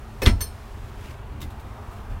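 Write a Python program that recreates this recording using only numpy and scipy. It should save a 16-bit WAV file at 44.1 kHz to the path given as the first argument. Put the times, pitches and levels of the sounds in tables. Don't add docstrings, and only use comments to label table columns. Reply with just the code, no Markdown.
import sys
import numpy as np
from scipy import signal
from scipy.fft import rfft, irfft
from scipy.io import wavfile
from scipy.ndimage import uniform_filter1d

SR = 44100
rng = np.random.default_rng(int(sys.argv[2]) if len(sys.argv) > 2 else 0)


def put_to_file(sound):
    columns = np.atleast_2d(sound).T
    safe = np.clip(columns, -1, 1)
    whole_steps = np.round(safe * 32767)
    wavfile.write(sys.argv[1], SR, whole_steps.astype(np.int16))


N = 97020
CLOCK_S = np.arange(N) / SR
HIT_S = np.arange(round(0.7 * SR)) / SR


def amp(db):
    return 10 ** (np.asarray(db) / 20)


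def read(points, hz):
    table_hz, value = np.transpose(points)
    return np.interp(np.log(hz + 1), np.log(table_hz), value)


def add(mix, start_s, sound):
    part = mix[max(round(start_s * SR), 0):][:len(sound)]
    part += sound[:len(part)]


def decay(t60_s):
    return np.exp(-np.log(1000) * HIT_S / t60_s)


def rise(rise_s):
    return 1 - np.exp(-HIT_S / rise_s)


def noise(colour, size):
    spectrum = rfft(rng.standard_normal(size))
    gain = amp(read(colour, np.fft.rfftfreq(size, 1 / SR)))
    x = irfft(spectrum * gain, size)
    return x / x.std()


def wavering(colour, depth_db):
    z = signal.stft(noise(colour, N), nperseg=1024, noverlap=768)[2]
    patches = uniform_filter1d(rng.standard_normal(z.shape), size=4, axis=0)
    patches = uniform_filter1d(patches, size=20, axis=1)
    gain = amp(depth_db * patches / patches.std())
    x = signal.istft(z * gain, nperseg=1024, noverlap=768)[1][:N]
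    return x / x.std()


# (band_hz, t60_s)
CABIN_DECAY = [(100, 0.68), (300, 0.24), (1000, 0.1), (3000, 0.13), (7000, 0.15), (15000, 0.14)]


def burst(colour, rise_s):
    spectrum = rfft(noise(colour, len(HIT_S)))
    hz = np.fft.rfftfreq(len(HIT_S), 1 / SR)
    centres_hz, t60s_s = np.transpose(CABIN_DECAY)
    out = np.zeros(len(HIT_S))
    for pick, t60_s in zip(np.eye(len(CABIN_DECAY)), t60s_s):
        weight = read(list(zip(centres_hz, pick)), hz)
        out += irfft(spectrum * weight, len(HIT_S)) * decay(t60_s)
    return out * rise(rise_s)


def crack(colour, t60_s):
    z = signal.hilbert(noise(colour, len(HIT_S)))
    even = np.sqrt(2) * (z / abs(z)).real
    return even * decay(t60_s)


def ring(modes, rise_s, tilt_db, shimmer):
    out = np.zeros(len(HIT_S))
    middle_hz = np.median([mode[0] for mode in modes])
    for hz, db, t60_s in modes:
        waver = uniform_filter1d(rng.standard_normal((2, len(HIT_S))), size=400, axis=1)
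        in_phase, quadrature = shimmer * waver / waver.std()
        turn = 2 * np.pi * hz * HIT_S
        tone = (1 + in_phase) * np.sin(turn) + quadrature * np.cos(turn)
        out += amp(db + tilt_db * np.log2(hz / middle_hz)) * decay(t60_s) * tone
    return out * rise(rise_s)


# (freq_hz, density_db)
RUMBLE_SPECTRUM = [(15, -9), (30, 1.5), (50, 2), (85, -1), (118, -2.5), (140, -10), (165, -25), (215, -10),
                   (290, -21), (420, -16), (700, -49.5), (2000, -81.5)]
TRAFFIC_SPECTRUM = [(100, -6), (350, -10.5), (560, -2), (830, 0.5), (1200, -3.5), (2000, -10.5),
                    (3200, -17), (5000, -25.5), (10000, -30), (16000, -32)]
TYRE_SPECTRUM = [(300, -19), (600, -3), (850, -0.5), (1150, 0.5), (1400, -8), (2000, -19), (5000, -46)]
HISS_SPECTRUM = [(1000, -31), (2500, -5), (5000, -7), (10000, -12), (16000, -15.5)]
# (time_s, level_db)
HISS_ENVELOPE = [(0, -62.5), (.5, -58), (1.1, -64), (1.22, -74), (1.7, -63.5), (2.2, -71)]
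RUMBLE_START_DB, RUMBLE_DB_PER_S = -38.5, 1
TRAFFIC_START_DB, TRAFFIC_DB_PER_S = -48.5, 0.5
CAR_NEAREST_S, CAR_HALF_S, CAR_DB = 1.87, 0.18, -48.5


def outside():
    rumble = noise(RUMBLE_SPECTRUM, N) * amp(RUMBLE_START_DB + RUMBLE_DB_PER_S * CLOCK_S)
    traffic = wavering(TRAFFIC_SPECTRUM, depth_db=1.5)
    traffic *= amp(TRAFFIC_START_DB + TRAFFIC_DB_PER_S * CLOCK_S)
    distance = np.hypot(1, (CLOCK_S - CAR_NEAREST_S) / CAR_HALF_S)
    car = wavering(TYRE_SPECTRUM, depth_db=1) * amp(CAR_DB) / distance
    hiss_db = np.interp(CLOCK_S, *np.transpose(HISS_ENVELOPE))
    return rumble + traffic + car + noise(HISS_SPECTRUM, N) * amp(hiss_db)


# (start_s, ring_db, rattle_db, thud_db)
LATCH_STRIKES = [(0.218, -29, -26, -20.5), (0.406, -22.5, -32, -42)]
# (pitch_hz, t60_s, pressed_db, free_db)
LATCH_MODES = [(408, 0.14, 8, -18), (505, 0.11, 10, -22), (1750, 0.14, 1.5, -17.5), (2164, 0.06, 5.5, -13),
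               (2560, 0.087, 4, -34), (3117, 0.19, -30, -19), (4220, 0.18, -9, -10.5),
               (4385, .17, -13, -11.5), (5320, 0.23, -10, -13), (5430, 0.045, -4, -7),
               (5730, 0.032, 7.5, -22), (6120, .11, -9, -1.5), (6245, 0.12, -16, -12),
               (8610, .19, -12, -9.5), (8760, 0.022, 0, 4), (9420, 0.15, -11, -9), (9555, 0.16, -10, -6.5),
               (11410, 0.13, -7.5, -2.5), (12880, 0.17, -16, -15), (13900, .1, -16, -18),
               (15000, 0.12, -10, -6)]
# (freq_hz, density_db)
RATTLE_SPECTRUM = [(200, -18), (600, 1), (1200, 6), (2200, 0), (3600, -0.5), (6000, -9), (7500, -6.5),
                   (12000, -25), (16000, -6)]
THUD_SPECTRUM = [(60, 2), (150, -12.5), (280, -5), (520, -18), (800, -15), (3000, -53)]
# (start_s, length_s, pitch_hz, level_db)
LATCH_SQUEAKS = [(0.23, 0.011, 5440, -31.5), (0.23, .031, 11390, -38)]
LATCH_RISE_S = 0.012


def latch():
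    out = np.zeros(N)
    for k, (start_s, ring_db, rattle_db, thud_db) in enumerate(LATCH_STRIKES):
        modes = [(hz, levels_db[k], t60_s) for hz, t60_s, *levels_db in LATCH_MODES]
        add(out, start_s, amp(ring_db) * ring(modes, LATCH_RISE_S, 0, shimmer=0.73))
        add(out, start_s, amp(rattle_db) * burst(RATTLE_SPECTRUM, 0.001))
        add(out, start_s, amp(thud_db) * burst(THUD_SPECTRUM, 0.0094))
    for start_s, length_s, hz, level_db in LATCH_SQUEAKS:
        t = HIT_S[HIT_S < length_s]
        swell = np.sqrt(np.sin(np.pi * t / length_s))
        add(out, start_s, amp(level_db) * swell * np.sin(2 * np.pi * hz * t))
    return out


# (freq_hz, density_db)
SEAL_SPECTRUM = [(200, -6), (700, -2), (2500, -11), (4500, -14), (8000, -25), (16000, -38)]
CRACK_SPECTRUM = [(300, -18), (1500, -10), (2800, -13), (3800, 9), (4900, -5), (9000, -21), (11000, -22),
                  (16000, -33)]
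CLATTER_SPECTRUM = [(120, -20), (260, 1.5), (550, -7), (1100, -3), (2100, -3), (4200, -12), (5000, -15.5),
                    (9300, -24.5), (10500, -27), (16000, -29)]
# (pitch_hz, level_db, t60_s)
FRAME_MODES = [(667, -11, 0.36), (951, -2, 0.18), (1340, -12, 0.29), (1588, -11, .17), (2050, -0.5, .14),
               (2780, -0.5, 0.087), (3269, -1.5, 0.11), (3800, 2, 0.011), (4280, -6, .08)]
PANEL_MODES = [(36.4, -10.5, 0.52), (55.8, -6.5, 0.34), (71.6, 2, 0.1), (82.84, -19.5, 0.72),
               (96.4, -12, 0.33), (112, -11, 0.11), (163, -11, .06), (189, -24.5, 0.4), (225, -8, .09),
               (266.7, -25, 0.32), (283, -23, 0.086), (360, -18, 0.071), (349.5, -26.5, 0.2),
               (388.4, -24.5, .19)]
DOOR_S, SEAL_LEAD_S, PANEL_LAG_S = 0.2618, 0.006, 0.00747
SEAL_DB, CRACK_DB, CLATTER_DB, FRAME_DB, PANEL_DB, SHAKEN_DB = -23, -10, -15, -25, -2, -23.5
CRACK_T60_S, PANEL_RISE_S, SHAKEN_TILT_DB_PER_OCTAVE = 0.012, 0.0038, -3


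def door():
    out = np.zeros(N)
    add(out, DOOR_S - SEAL_LEAD_S, amp(SEAL_DB) * burst(SEAL_SPECTRUM, 0.0004))
    add(out, DOOR_S, amp(CRACK_DB) * crack(CRACK_SPECTRUM, CRACK_T60_S))
    add(out, DOOR_S, amp(CLATTER_DB) * burst(CLATTER_SPECTRUM, 0.0037))
    add(out, DOOR_S, amp(FRAME_DB) * ring(FRAME_MODES, 0.00033, 0, shimmer=0.42))
    panel = ring(PANEL_MODES, PANEL_RISE_S, 0, shimmer=0)
    add(out, DOOR_S + PANEL_LAG_S, amp(PANEL_DB) * panel)
    modes = [(hz, pressed_db, t60_s) for hz, t60_s, pressed_db, _ in LATCH_MODES if 4000 < hz < 10500]
    shaken = ring(modes, LATCH_RISE_S, SHAKEN_TILT_DB_PER_OCTAVE, shimmer=0.23)
    add(out, DOOR_S, amp(SHAKEN_DB) * shaken)
    return out


# (middle_s, sigma_s, level_db, tilt_db_per_octave)
CLOTH_BRUSHES = [(.6, 0.21, -87, 1), (0.885, 0.17, -56.5, 1), (1.06, .07, -47, 1), (1.954, 0.086, -57, 3)]
# (freq_hz, density_db)
CLOTH_SPECTRUM = [(300, 8), (600, -6), (1300, -5), (2500, -3.5), (4000, -13), (7000, -18.5), (10000, -22.5),
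                  (15000, -25)]


def clothing():
    out = np.zeros(N)
    for middle_s, sigma_s, level_db, tilt_db in CLOTH_BRUSHES:
        colour = [(hz, db + tilt_db * np.log2(hz)) for hz, db in CLOTH_SPECTRUM]
        swell = np.exp(-0.5 * ((CLOCK_S - middle_s) / sigma_s) ** 2)
        out += amp(level_db) * swell * noise(colour, N)
    grain = uniform_filter1d(rng.standard_normal(N), size=400)
    return out * amp(2.2 * grain / grain.std())


# (start_s, level_db, rise_s, tilt_db_per_octave)
FOOTFALLS = [(1.306, -29.5, 0.017, 2), (1.369, -35, 0.0039, 5.5), (1.424, -28.5, 0.0037, 3),
             (1.64, -34.5, 0.016, 4.5), (2.095, -36, 0.0071, -11.5), (2.159, -33.5, 0.0053, 0)]
# (pitch_hz, level_db, t60_s)
DECK_MODES = [(37, -0.5, 0.24), (60.2, -6.5, 0.53), (76, 1.5, 0.31), (115.3, 0, 0.34), (205.3, -16.5, 0.55),
              (241.8, -19.5, 0.75), (296, -14.5, 0.26)]
# (start_s, level_db, attack_db)
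SOLE_CLICKS = [(1.316, -62, -8), (1.4042, -47, -1), (1.4163, -39, 2.5), (1.429, -46.5, 3.5),
               (1.5035, -51, -4), (1.596, -51, -4)]
# (freq_hz, density_db)
CLICK_SPECTRUM = [(300, -18), (1500, 3), (2100, -7.5), (2700, -0.5), (3200, -1), (3750, -2), (4600, -5),
                  (8000, -9), (15000, -8.5)]
# (pitch_hz, level_db, t60_s)
CLICK_MODES = [(2055, -7.5, 0.15), (2660, -4.5, 0.065), (3690, 4, 0.036)]


def footsteps():
    out = np.zeros(N)
    for start_s, level_db, rise_s, tilt_db in FOOTFALLS:
        add(out, start_s, amp(level_db) * ring(DECK_MODES, rise_s, tilt_db, shimmer=0.18))
    for start_s, level_db, attack_db in SOLE_CLICKS:
        attack = crack(CLICK_SPECTRUM, 0.026)
        attack += amp(-4.5) * ring(CLICK_MODES, 0.00035, 0, shimmer=0.49)
        click = amp(attack_db) * attack + burst(CLICK_SPECTRUM, 0.0019)
        add(out, start_s, amp(level_db) * click)
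    return out


def scene():
    return (outside() + latch() + door() + clothing() + footsteps())[None]


EDGE_HZ = 15900


def record(dry):
    highpass = signal.butter(2, 18, "highpass", fs=SR, output="sos")
    thin = signal.sosfilt(highpass, dry)
    lowpass = signal.firwin(511, EDGE_HZ, window=("kaiser", 9), fs=SR)
    return signal.oaconvolve(thin, lowpass[None], "same")


dry = scene()
out = record(dry)
put_to_file(out)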